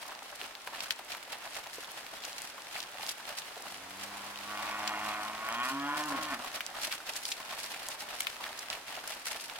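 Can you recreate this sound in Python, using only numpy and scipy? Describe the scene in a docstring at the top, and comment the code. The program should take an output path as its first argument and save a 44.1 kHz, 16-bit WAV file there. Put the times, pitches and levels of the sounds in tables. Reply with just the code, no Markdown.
"""A dry, gritty yard. Cattle walk past: each hoof presses the earth, crunches grit and may snap a pebble.
A brushed gate rail rings faintly, once. A cow further off starts a hum through the nose, opens into a
hoarse low shaped by its throat and lifts it in pitch; a second joins briefly, lips mostly closed.
The penned herd shuffles behind, over a faint rumble of open air."""
import sys
import numpy as np
from scipy import signal
from scipy.fft import rfft, irfft, next_fast_len
from scipy.io import wavfile
from scipy.ndimage import map_coordinates

SR = 44100
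rng = np.random.default_rng(int(sys.argv[2]) if len(sys.argv) > 2 else 0)


def pcm_store(signal):
    """Save signal as 16-bit PCM."""
    levels = np.round(np.clip(np.atleast_2d(signal), -1, 1) * 32767)
    wavfile.write(sys.argv[1], SR, levels.astype(np.int16).T)


N = 422919

# Near hoof falls: (centre time [s], length [s], level [dB], grittiness [dB]: > 0 grit, < 0 bare earth)
HOOF_FALLS = [(.03, 0.064, -48.5, 0), (.125, 0.11, -53, -6.5), (.425, 0.04, -44, -1.5),
              (.68, 0.041, -51.5, -2), (.755, 0.052, -47, -1.5), (.835, 0.038, -43.5, 1),
              (.915, 0.012, -42.5, 3), (1.125, 0.044, -43.5, 2), (1.33, 0.037, -45, -0.5),
              (1.446, 0.06, -46, -0.5), (1.565, 0.048, -43.5, 2), (1.737, 0.033, -53, 10.5),
              (1.815, 0.058, -49.5, 2), (1.97, 0.069, -47, 2), (2.158, 0.039, -48, 0),
              (2.27, 0.059, -49.5, 4.5), (2.38, 0.12, -47.5, 2), (2.765, 0.085, -47.5, 2),
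              (3.038, 0.077, -48, 3), (3.098, 0.028, -46, 9.5), (3.294, 0.05, -44.5, -1),
              (3.385, 0.016, -42, 8), (3.69, 0.082, -51.5, 3.5), (4.03, 0.042, -48, 2),
              (4.18, 0.11, -49.5, -3), (4.52, 0.23, -50.5, -0.5), (4.65, 0.092, -45, -3),
              (4.796, 0.068, -46, -4), (5.066, 0.078, -43.5, 0.5), (5.235, 0.0068, -53, 17),
              (5.48, 0.13, -48.5, -5.5), (5.685, 0.066, -45, 5), (5.99, 0.041, -43, 2.5),
              (6.082, 0.058, -50, 8.5), (6.153, 0.092, -47, -10), (6.245, .05, -45.5, 1),
              (6.328, 0.029, -43.5, 0.5), (6.454, 0.06, -47, -1), (6.554, 0.026, -42.5, 1.5),
              (6.776, 0.038, -44.5, -3.5), (6.838, 0.047, -41, 5), (6.93, 0.032, -43.5, 5.5),
              (7.085, 0.031, -41.5, 2), (7.162, 0.039, -43.5, 7), (7.27, 0.047, -42.5, 8),
              (7.313, 0.058, -52, 9), (7.403, .057, -49.5, 0.5), (7.5, 0.065, -47, -2.5),
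              (7.63, 0.083, -46.5, 6), (7.727, 0.04, -44, 0), (7.82, 0.066, -46, 0.5),
              (7.921, 0.029, -45, 5.5), (8.012, 0.028, -42, 5), (8.098, 0.083, -45.5, -2),
              (8.23, 0.14, -48.5, 3.5), (8.45, 0.07, -46.5, -1.5), (8.6, 0.09, -47, 0),
              (8.728, 0.048, -44, -1), (8.936, 0.077, -45.5, -1.5), (9.117, 0.051, -44.5, 4.5),
              (9.272, 0.031, -45.5, 8.5), (9.326, 0.064, -44, 1.5), (9.422, 0.06, -50.5, 9.5),
              (9.55, 0.089, -49, -1)]
# Spectra of pressed earth, coarse grit and fine grit: (frequency [Hz], level [dB])
EARTH_SPECTRUM = [(30, -16), (100, -20), (250, -8.5), (420, -15), (580, -1), (750, 3), (1000, -1),
                  (1400, -2), (2000, -7), (4000, -52.5)]
CRUNCH_SPECTRUM = [(500, -16.5), (1100, -9.5), (1600, -2.5), (2800, 0.5), (4500, -5.5), (6000, -12.5),
                   (10000, -19.5)]
FIZZ_SPECTRUM = [(2500, -23), (4200, 2), (5300, 1.5), (6800, -2), (9500, -2), (12000, -4), (13500, -10.5),
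                 (16000, -17)]


def hooves(earth_db=-3.0, crunch_db=1.07, fizz_db=-3.67):
    """Each hoof loads the ground and lets go; the grit gives way in small fits."""
    power = np.zeros((3, N))
    for time_s, length_s, db, gritty_db in [*HOOF_FALLS, *light_steps()]:
        gains = amp([db + earth_db - gritty_db, db + crunch_db, db + fizz_db + gritty_db])
        i = np.arange(max(0, int((time_s - 2 * length_s) * SR)), min(N, int((time_s + 2 * length_s) * SR)))
        offset = (i / SR - time_s) / length_s
        load = .5 ** ((2 * offset / np.where(offset < 0, .85, 1.15)) ** 2)  # faster on than off
        power[:, i] += gains[:, None] ** 2 * load
    press, crush, scrape = np.sqrt(power)
    slips = unit(np.sqrt(.08 + taps(per_s=140, decay_s=.0035)))
    earth = unit(np.sqrt(slips) * amp(1.8 * wobble(70)))
    earth = earth * spread(grains(per_s=900, scatter_db=4, dust=.5), EARTH_SPECTRUM)
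    crunch = unit(slips * amp(1.2 * wobble(120)))
    crunch = crunch * spread(grains(per_s=1800, scatter_db=1.5, dust=.99), CRUNCH_SPECTRUM)
    fizz = unit(slips * amp(2.3 * wobble(120)))
    fizz = fizz * spread(grains(per_s=1800, scatter_db=7.2, dust=1), FIZZ_SPECTRUM)
    return press * earth + crush * crunch + scrape * fizz


def light_steps(per_s=10, length_s=.067, level_db=-54.5, scatter_db=.8):
    """Other legs fill the gaps: weak steps at a loose pace, as HOOF_FALLS rows."""
    beats_s = np.arange(0, N / SR, 1 / per_s)
    late, softer, earthier = rng.standard_normal((len(beats_s), 3)).T
    return np.column_stack([beats_s + .2 * late / per_s, np.full(len(beats_s), length_s),
                            level_db - scatter_db * softer, -scatter_db * earthier])


# Full-weight landings, higher on a buried stone: (time [s], relative level [dB], pitch [Hz])
HOOF_THUDS = [(.053, -47, 1030), (.118, -42.5, 1240), (0.422, -48, 424), (.672, -39.5, 970),
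              (.732, -42, 900), (.991, -41.5, 930), (1.147, -44, 910), (1.276, -47, 750),
              (1.419, -46, 1250), (1.462, -46, 694), (1.585, -44, 704), (1.664, -44, 694),
              (1.781, -41.5, 480), (1.828, -44, 1220), (1.971, -46.5, 710), (2.127, -48, 725),
              (2.278, -46, 720), (2.579, -43, 1150), (2.762, -40, 2360), (2.846, -52, 1000),
              (2.951, -45, 685), (2.995, -42.5, 755), (3.031, -40.5, 800), (3.198, -45.5, 1180),
              (3.297, -44, 730), (3.565, -41.5, 635), (3.6, -47, 720), (4.306, -53, 890),
              (6.443, -40.5, 920), (6.566, -40, 1050), (6.74, -43, 1170), (6.876, -40, 700),
              (6.927, -37.5, 1430), (7.001, -43, 1300), (7.4, -41, 970), (7.525, -38.5, 950),
              (7.576, -42.5, 845), (7.648, -48, 1100), (7.885, -41.5, 840), (8.023, -41, 770),
              (8.404, -40.5, 816), (8.462, -37.5, 1450), (8.505, -44, 920), (8.768, -45, 870),
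              (8.897, -47, 950), (8.972, -43, 780), (9.038, -44, 950), (9.269, -37.5, 1750),
              (9.351, -43, 690), (9.519, -45.5, 690)]


def thuds(t60_s=.063, attack_s=.00087, width_oct=.37, size=4096):
    """Packed earth answers a hoof with a dull, quickly damped knock."""
    out, t = np.zeros(N + size), np.arange(size) / SR
    for time_s, db, pitch_hz in HOOF_THUDS:
        soil = ring(lambda hz: -14 * np.log10(1 + (np.log2((hz + 1) / pitch_hz) / width_oct) ** 2))
        blow = rng.standard_normal(size) * amp(-60 * t / t60_s) * (1 - np.exp(-t / attack_s))
        knock = unit(signal.fftconvolve(blow, soil)[:size])
        out[round(time_s * SR):][:size] += amp(db - 11) * knock
    return out[:N]


# Pebbles under a hoof: (time [s], relative level [dB], pitch [Hz], crumble [dB]: < 0 snap, > 0 crush)
PEBBLE_SNAPS = [(.1094, -53, 2600, 0), (.151, -44, 4200, 0), (.4144, -34.5, 2860, -4), (.552, -38, 3400, 2),
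                (.6743, -35, 1940, 2), (.805, -30, 4000, 2), (.9074, -22, 3200, -1), (.9232, -37, 5000, 0),
                (1.1195, -37, 4260, 0), (1.1332, -44, 4000, 0), (1.1494, -37, 2090, -7),
                (1.3357, -40, 2990, -3), (1.5462, -39, 4180, 0), (1.8452, -39.5, 3000, 2),
                (1.9174, -42, 9000, -3), (2.238, -37, 3800, -3), (2.251, -33.5, 5030, 1),
                (2.3303, -41, 5000, -8), (2.3824, -37, 4400, 0), (2.4197, -37, 7500, -4),
                (2.6209, -45, 4500, -6), (2.7623, -37, 2300, 3), (2.8028, -32, 4150, 9),
                (2.8285, -37.5, 4500, -9), (3.0313, -35, 3300, 5), (3.0653, -35.5, 5070, -6),
                (3.0917, -30.5, 4460, 9), (3.2809, -43, 4500, 4), (3.386, -34, 4540, 1),
                (3.6233, -41, 7500, -9), (4.0335, -44, 6500, 2), (4.4339, -42, 3000, 0),
                (4.6677, -40, 3520, 2), (4.8393, -42, 3830, 3), (4.8762, -26, 4400, 6),
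                (5.4885, -30, 1600, -7), (5.5258, -37, 5560, -11), (5.7992, -39, 3300, -5),
                (5.9765, -35, 2900, -2), (6.0386, -37, 5130, -10), (6.2542, -40, 4170, -6),
                (6.4455, -38, 1700, 5), (6.607, -28, 2330, 1), (6.665, -32.5, 6550, -16),
                (6.826, -36.5, 6000, -6), (6.917, -33, 2420, 1), (6.9254, -28, 3700, 3),
                (7.0933, -33, 3560, 1), (7.136, -37, 5480, 6), (7.163, -33, 6800, 6),
                (7.2535, -28.5, 4700, 6), (7.3182, -28.5, 4170, -3), (7.322, -28.5, 4550, 5),
                (7.642, -35, 4910, 7), (7.8866, -32, 7900, -2), (7.9164, -40, 4970, 0),
                (8.1303, -42, 2900, -1), (8.2052, -27, 8300, 11), (8.2058, -29, 2640, 3),
                (8.2205, -38, 5630, -7), (8.2491, -40, 3400, -2), (8.2692, -24, 2700, 7),
                (8.4403, -33, 2700, 1), (8.5914, -34, 6900, 15), (8.702, -29.5, 4170, -7),
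                (8.729, -32.5, 3080, -14), (9.076, -33, 7600, 5), (9.2565, -36, 2400, 10),
                (9.3987, -39, 3800, 2), (9.415, -43, 6400, -2), (9.4982, -36.5, 3000, 0)]


def pebbles(width_oct=.46, pan_scatter_db=2, size=2048):
    """A pebble cracks, then sprays crumbs; its size sets one broad resonance."""
    def snap_db(hz, pitch_hz):
        skewed_oct = width_oct * np.where(hz > pitch_hz, .8, 1.2)
        resonance = np.exp(-.5 * (np.log2((hz + 1) / pitch_hz) / skewed_oct) ** 2)
        wideband = .01 * hz ** 2 / (hz ** 2 + 800 ** 2)
        return 10 * np.log10(resonance + wideband + 1e-9)

    out, t = np.zeros((2, N + size)), np.arange(size) / SR
    crumb_decay = amp(-60 * t / .015) + .16 * amp(-60 * t / .07)
    for time_s, db, pitch_hz, crumble_db in [*PEBBLE_SNAPS, *chips()]:
        pan_db = pan_scatter_db * rng.standard_normal()
        snap = ring(lambda hz: snap_db(hz, pitch_hz))
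        blow = .13 * amp(crumble_db) * rng.standard_normal((2, size)) * crumb_decay
        blow[[0, 1], rng.integers(0, 8, 2)] += 1  # the crack itself
        click = unit(signal.fftconvolve(blow, snap[None], axes=1)[:, :size])
        out[:, round(time_s * SR):][:, :size] += amp(db - 12) * click * amp([[pan_db / 2], [-pan_db / 2]])
    return out[:, :N]


def chips(per_s=11, relative_db=-49, scatter_db=1, pitch_hz=7500, scatter_oct=.3):
    """Tiny chips of grit crack at random, as PEBBLE_SNAPS rows."""
    beats_s = np.arange(0, N / SR - 1 / per_s, 1 / per_s)
    late, softer, higher = rng.standard_normal((len(beats_s), 3)).T
    return np.column_stack([beats_s + late % 1 / per_s, relative_db - scatter_db * softer,
                            pitch_hz * 2 ** (scatter_oct * higher), np.zeros(len(beats_s))])


# Vocal fold pitch, first and second cow: (time [s], pitch [Hz])
LOW_PITCH = [(3.6, 80), (3.8, 90), (4.07, 101), (4.4, 101.4), (4.53, 104.6), (4.67, 104.2), (5.15, 105.1),
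             (5.28, 106.3), (5.5, 113.5), (5.6, 121), (5.7, 133), (5.77, 138.5), (5.97, 146.5),
             (6.12, 155.7), (6.22, 156), (6.3, 147), (6.35, 120), (6.42, 110)]
ANSWER_PITCH_CURVE = [(5.66, 132), (5.75, 138), (5.86, 143), (5.96, 152), (6.07, 151), (6.11, 144),
                      (6.16, 134), (6.2, 100), (6.25, 92)]
# Their articulation: (time [s], effort [dB], lip rounding [0-1], nasal hum [dB])
LOW_GESTURE = [(3.6, -74.5, .64, -76), (4.03, -54.5, 0.5, -63), (4.41, -55, 0.3, -65),
               (4.49, -43.5, 0.04, -60), (4.66, -38, 0.04, -58), (5.05, -38.5, 0.04, -56),
               (5.39, -43.5, 0.07, -59), (5.52, -36, .2, -57.5), (5.61, -33.5, 0.1, -47.5),
               (5.68, -37, 0.1, -56), (5.75, -39.5, 0.5, -59), (5.98, -37.5, 0.45, -58),
               (6.22, -43, 0.14, -51.5), (6.34, -36.5, 0.4, -48), (6.37, -54, .4, -56),
               (6.42, -80, .5, -82)]
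ANSWER_GESTURE = [(5.68, -79, .9, -65), (5.73, -55, 0.64, -42), (5.85, -37, 0.81, -43.5),
                  (5.97, -42.5, 1, -45.5), (6.1, -41, 1, -41.5), (6.16, -44, 0.57, -46),
                  (6.2, -55, .8, -55), (6.25, -68, 1, -72)]


def cows(right_lead_s=.00009):
    """A long low and a short answer, reaching the right channel first."""
    calls = cow(LOW_PITCH, LOW_GESTURE) + cow(ANSWER_PITCH_CURVE, ANSWER_GESTURE)
    return filtered(calls, lambda hz: np.exp(1j * np.pi * hz * right_lead_s * np.array([[-1], [1]])))


# Hoarseness of both voices: (time [s], rasp share [0-1])
HOARSENESS = [(4.52, .03), (4.62, .5), (4.8, .38), (5.42, .38), (5.5, .002), (6.11, .002), (6.17, .18),
              (6.25, .06), (6.33, .35)]
# Throat resonances for the tone: (lips open [Hz], lips rounded [Hz], width [Hz], gain [dB])
THROAT_MODES = [(700, 610, 90, -8.5), (1125, 990, 70, 1.5), (1480, 1390, 80, -6), (1860, 1600, 100, -7.5),
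                (2480, 2220, 100, -10), (2780, 2760, 110, -14), (3300, 3200, 130, -11.5)]
# Throat resonances for the rasp: (frequency [Hz], width [Hz], gain [dB])
RASP_MODES = [(680, 120, -2), (1036, 200, -3), (1460, 180, -6.5), (2200, 360, -7)]
# Nasal response: (frequency [Hz], gain [dB])
NOSE_RESPONSE = [(90, -4), (104, -9.5), (125, -14.5), (152, -14.5), (180, 0), (208, 2), (245, 1.5),
                 (280, 4), (300, 1.5), (316, -4.5), (390, -12), (450, -26), (650, -30), (1000, -70)]


def cow(melody, gesture, full_effort_db=-35.5, blare_hz=1350, hop=128):
    """Overtones pass through throat and nose; a hoarse voice doubles its period, flutters and rasps."""
    span = slice(int(melody[0][0] * SR), int(melody[-1][0] * SR))
    controls = curves(melody) + curves(gesture) + curves(HOARSENESS)
    pitch_hz, effort_db, rounding, hum_db, hoarse = [curve[span] for curve in controls]
    jitter = (.001 + .007 * hoarse) * wobble(45)[span]
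    cycles = np.cumsum(pitch_hz * (1 + jitter)) / SR
    orders = np.arange(1, 77)[:, None] / 2  # half orders: period doubling
    hz = orders * pitch_hz[::hop]

    roughness = np.sqrt(hoarse[::hop])
    flutter = unit(signal.fftconvolve(rng.standard_normal(hz.shape), np.hanning(32)[None], 'same'))
    folds = np.where(orders % 1, .27 * roughness, 1) * amp(3 * flutter * roughness)
    tilt_db_per_oct = .8 * (effort_db - full_effort_db) - 3 * rounding  # effort brightens, lips dull
    blare = amp(tilt_db_per_oct[::hop] * np.log2(np.maximum(hz / blare_hz, 1)))
    modes = [(wide + (shut - wide) * rounding[::hop], width, db) for wide, shut, width, db in THROAT_MODES]
    gains = folds * blare * throat(hz, modes)
    gains /= np.sqrt(np.sum(abs(gains) ** 2, 0) / 2)
    tone = overtones(cycles, gains, hop)

    breath, out = np.zeros((2, N))
    breath[span] = rng.standard_normal(len(cycles)) * (.3 + np.exp(-5 * (cycles % 1)))  # a puff per cycle
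    rasp = unit(filtered(breath, lambda f: throat(f, RASP_MODES))[span])
    nose_gains = folds * amp(along(NOSE_RESPONSE, hz))
    hum = np.sqrt(2) * overtones(cycles, nose_gains[:10], hop)
    mouth = np.sqrt(1 - hoarse) * tone + np.sqrt(hoarse) * rasp
    out[span] = amp(effort_db + wobble(16)[span]) * mouth + amp(hum_db) * hum
    return out


# Mouth response: (frequency [Hz], gain [dB])
MOUTH_RESPONSE = [(200, -40), (430, -26), (600, 7), (2800, 7.5), (4500, 3), (9000, -35)]


def throat(hz, modes):
    """Complex gain of the throat's resonances, heard through the mouth."""
    resonances = sum((-1) ** k * amp(db) * 1j * hz * width / (centre ** 2 - hz ** 2 + 1j * hz * width)
                     for k, (centre, width, db) in enumerate(modes))
    return amp(along(MOUTH_RESPONSE, hz)) * resonances


def gate_rail(start_s=2.16, pitch_hz=3440, level_db=-45, attack_s=.032, t60_s=.38):
    """A brushed steel tube rings in one slightly unsteady mode."""
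    t = np.maximum(np.arange(N) / SR - start_s, 0)
    envelope = amp(level_db - 60 * t / t60_s) * (1 - np.exp(-t / attack_s))
    return envelope * np.sin(2 * np.pi * pitch_hz * t + .5 * wobble(60))


# Distant feet and open air: (frequency [Hz], level [dB])
HERD_SPECTRUM = [(12, -58), (20, -14), (120, -16), (293, -6.5), (377, -6.5), (642, -3), (780, -1),
                 (1150, -2.5), (1330, -1.5), (2820, -5.5), (4940, -8.5), (6360, -12), (11800, -16.5),
                 (14700, -22), (16000, -23)]
# Shuffling: (time [s], level [dB])
HERD_LEVEL = [(0, -51.5), (.4, -51), (2, -49.5), (3.5, -48), (5, -44.5), (7, -48.5), (8.5, -48),
              (9.6, -49.5)]


def herd():
    """Many distant feet blur into a hiss; nearer ones stand out as small knocks and ticks."""
    level_db, = curves(HERD_LEVEL)
    blur = amp(.19 * wobble(15)) * spread(grains(per_s=2500, scatter_db=1.9, dust=1.42), HERD_SPECTRUM)
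    knocks = unit(taps(per_s=22, decay_s=.011)) * spread(rng.standard_normal((2, N)), EARTH_SPECTRUM)
    ticks = unit(taps(per_s=24, decay_s=.0018)) * spread(rng.standard_normal((2, N)), CRUNCH_SPECTRUM)
    return amp(level_db) * (amp(-.5) * blur + amp(-9.5) * knocks + amp(-9) * ticks)


# Reverberation: (frequency [Hz], t60 [s])
YARD_DECAY = [(200, 0.37), (1200, 0.7), (4000, 0.23), (12000, 0.016)]


def yard(x):
    """Rails, animals and trees scatter a thin tail whose treble dies first."""
    hz, t, noise = signal.stft(rng.standard_normal((2, SR // 2)), SR, nperseg=256)
    decay = amp(-60 * t / along(YARD_DECAY, hz)[:, None])
    mid, side = signal.istft(noise * decay, SR, nperseg=256)[1]
    tail = np.array([mid + .027 * side, mid - .23 * side])
    return signal.fftconvolve(x, tail / np.linalg.norm(tail[0]), axes=1)[:, :N]


# Stereo field: (frequency [Hz], left-right correlation [-1 to 1])
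STEREO_CORRELATION = [(30, 0.99), (250, 0.67), (700, 0.71), (1400, 0.39), (2800, 0.15), (5500, -0.21),
                      (9000, 0.038), (15000, -0.15)]


def spread(pair, spectrum):
    """Two unrelated signals become a coloured stereo pair of rms 1, alike in the bass."""
    colour = ring(lambda hz: along(spectrum, hz), size=8192)
    pair = signal.fftconvolve(pair, colour[None], axes=1)[:, :N]
    angle = lambda hz: np.arccos(along(STEREO_CORRELATION, hz)) / 2
    mid, side = filtered(pair, lambda hz: np.array([np.cos(angle(hz)), np.sin(angle(hz))]))
    return unit(np.array([mid + side, mid - side]))


def grains(per_s, scatter_db, dust):
    """Two streams of tiny fractures of uneven size, on a hiss of dust."""
    sizes = amp(scatter_db * np.clip(rng.standard_normal((2, N)), -3, 2.2))
    cracks = (rng.random((2, N)) < per_s / SR) * sizes * np.sign(rng.standard_normal((2, N)))
    return unit(cracks) + dust * rng.standard_normal((2, N))


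def taps(per_s, decay_s):
    """Envelope of random taps: instant rise, exponential decay."""
    hits = (rng.random(N) < per_s / SR) * rng.uniform(.2, 1, N) ** 2
    return signal.lfilter([1], [1, -np.exp(-1 / (decay_s * SR))], hits)


def overtones(cycles, gains, hop):
    """Half and whole multiples of the pitch, with complex gains every hop samples."""
    i, half_order = np.arange(len(cycles)), np.exp(1j * np.pi * cycles)
    out, partial = 0, 1
    for gain in gains:
        partial = partial * half_order
        out = out + (np.interp(i, i[::hop], gain) * partial).real
    return out


def ring(level_db, size=1024):
    """Minimum-phase impulse response of energy 1, shaped by level_db(hz)."""
    cepstrum = irfft(np.log(amp(level_db(np.fft.rfftfreq(size, 1 / SR))) + 1e-6))
    cepstrum[1:size // 2] *= 2
    cepstrum[size // 2 + 1:] = 0
    impulse = irfft(np.exp(rfft(cepstrum)))
    return impulse / np.linalg.norm(impulse)


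def filtered(x, response):
    """x through a complex response(hz)."""
    size = next_fast_len(N + SR // 2)
    return irfft(rfft(x, size) * response(np.fft.rfftfreq(size, 1 / SR)), size)[..., :N]


def wobble(per_s):
    """Smooth random curve, per_s knots a second."""
    return map_coordinates(rng.standard_normal(int(N * per_s / SR) + 4), [np.arange(N) * per_s / SR])


def curves(rows):
    """One value per sample for each column after the time."""
    times_s, *columns = np.transpose(rows)
    return [np.interp(np.arange(N) / SR, times_s, column) for column in columns]


def along(points, hz):
    """Interpolates (frequency [Hz], value) points on a log axis."""
    knots_hz, values = np.transpose(points)
    return np.interp(np.log(hz + 1), np.log(knots_hz + 1), values)


def amp(db):
    """Decibels to gain."""
    return 10 ** (np.asarray(db) / 20)


def unit(x):
    """Scaled to rms 1."""
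    return x / np.sqrt(np.mean(x ** 2) + 1e-20)


def scene():
    """Near hooves are almost dry; the cows are further off."""
    near = hooves() + thuds() + pebbles() + gate_rail()
    calls = cows()
    return near + amp(-19) * yard(near) + amp(-1) * calls + amp(-13) * yard(calls) + herd()


# Microphone imbalance: (frequency [Hz], left minus right [dB])
MIC_BALANCE = [(100, -1), (1000, .1), (3000, -1.2), (6000, -0.5), (10000, 2), (14000, 5)]
TOP_HZ = 15950


def record(dry):
    """Two microphones, unequal mainly in the treble, pass nothing above TOP_HZ."""
    sides = np.array([[.5], [-.5]])
    return filtered(dry, lambda hz: amp(along(MIC_BALANCE, hz) * sides) * (hz < TOP_HZ))


dry = scene()
out = record(dry)
pcm_store(out)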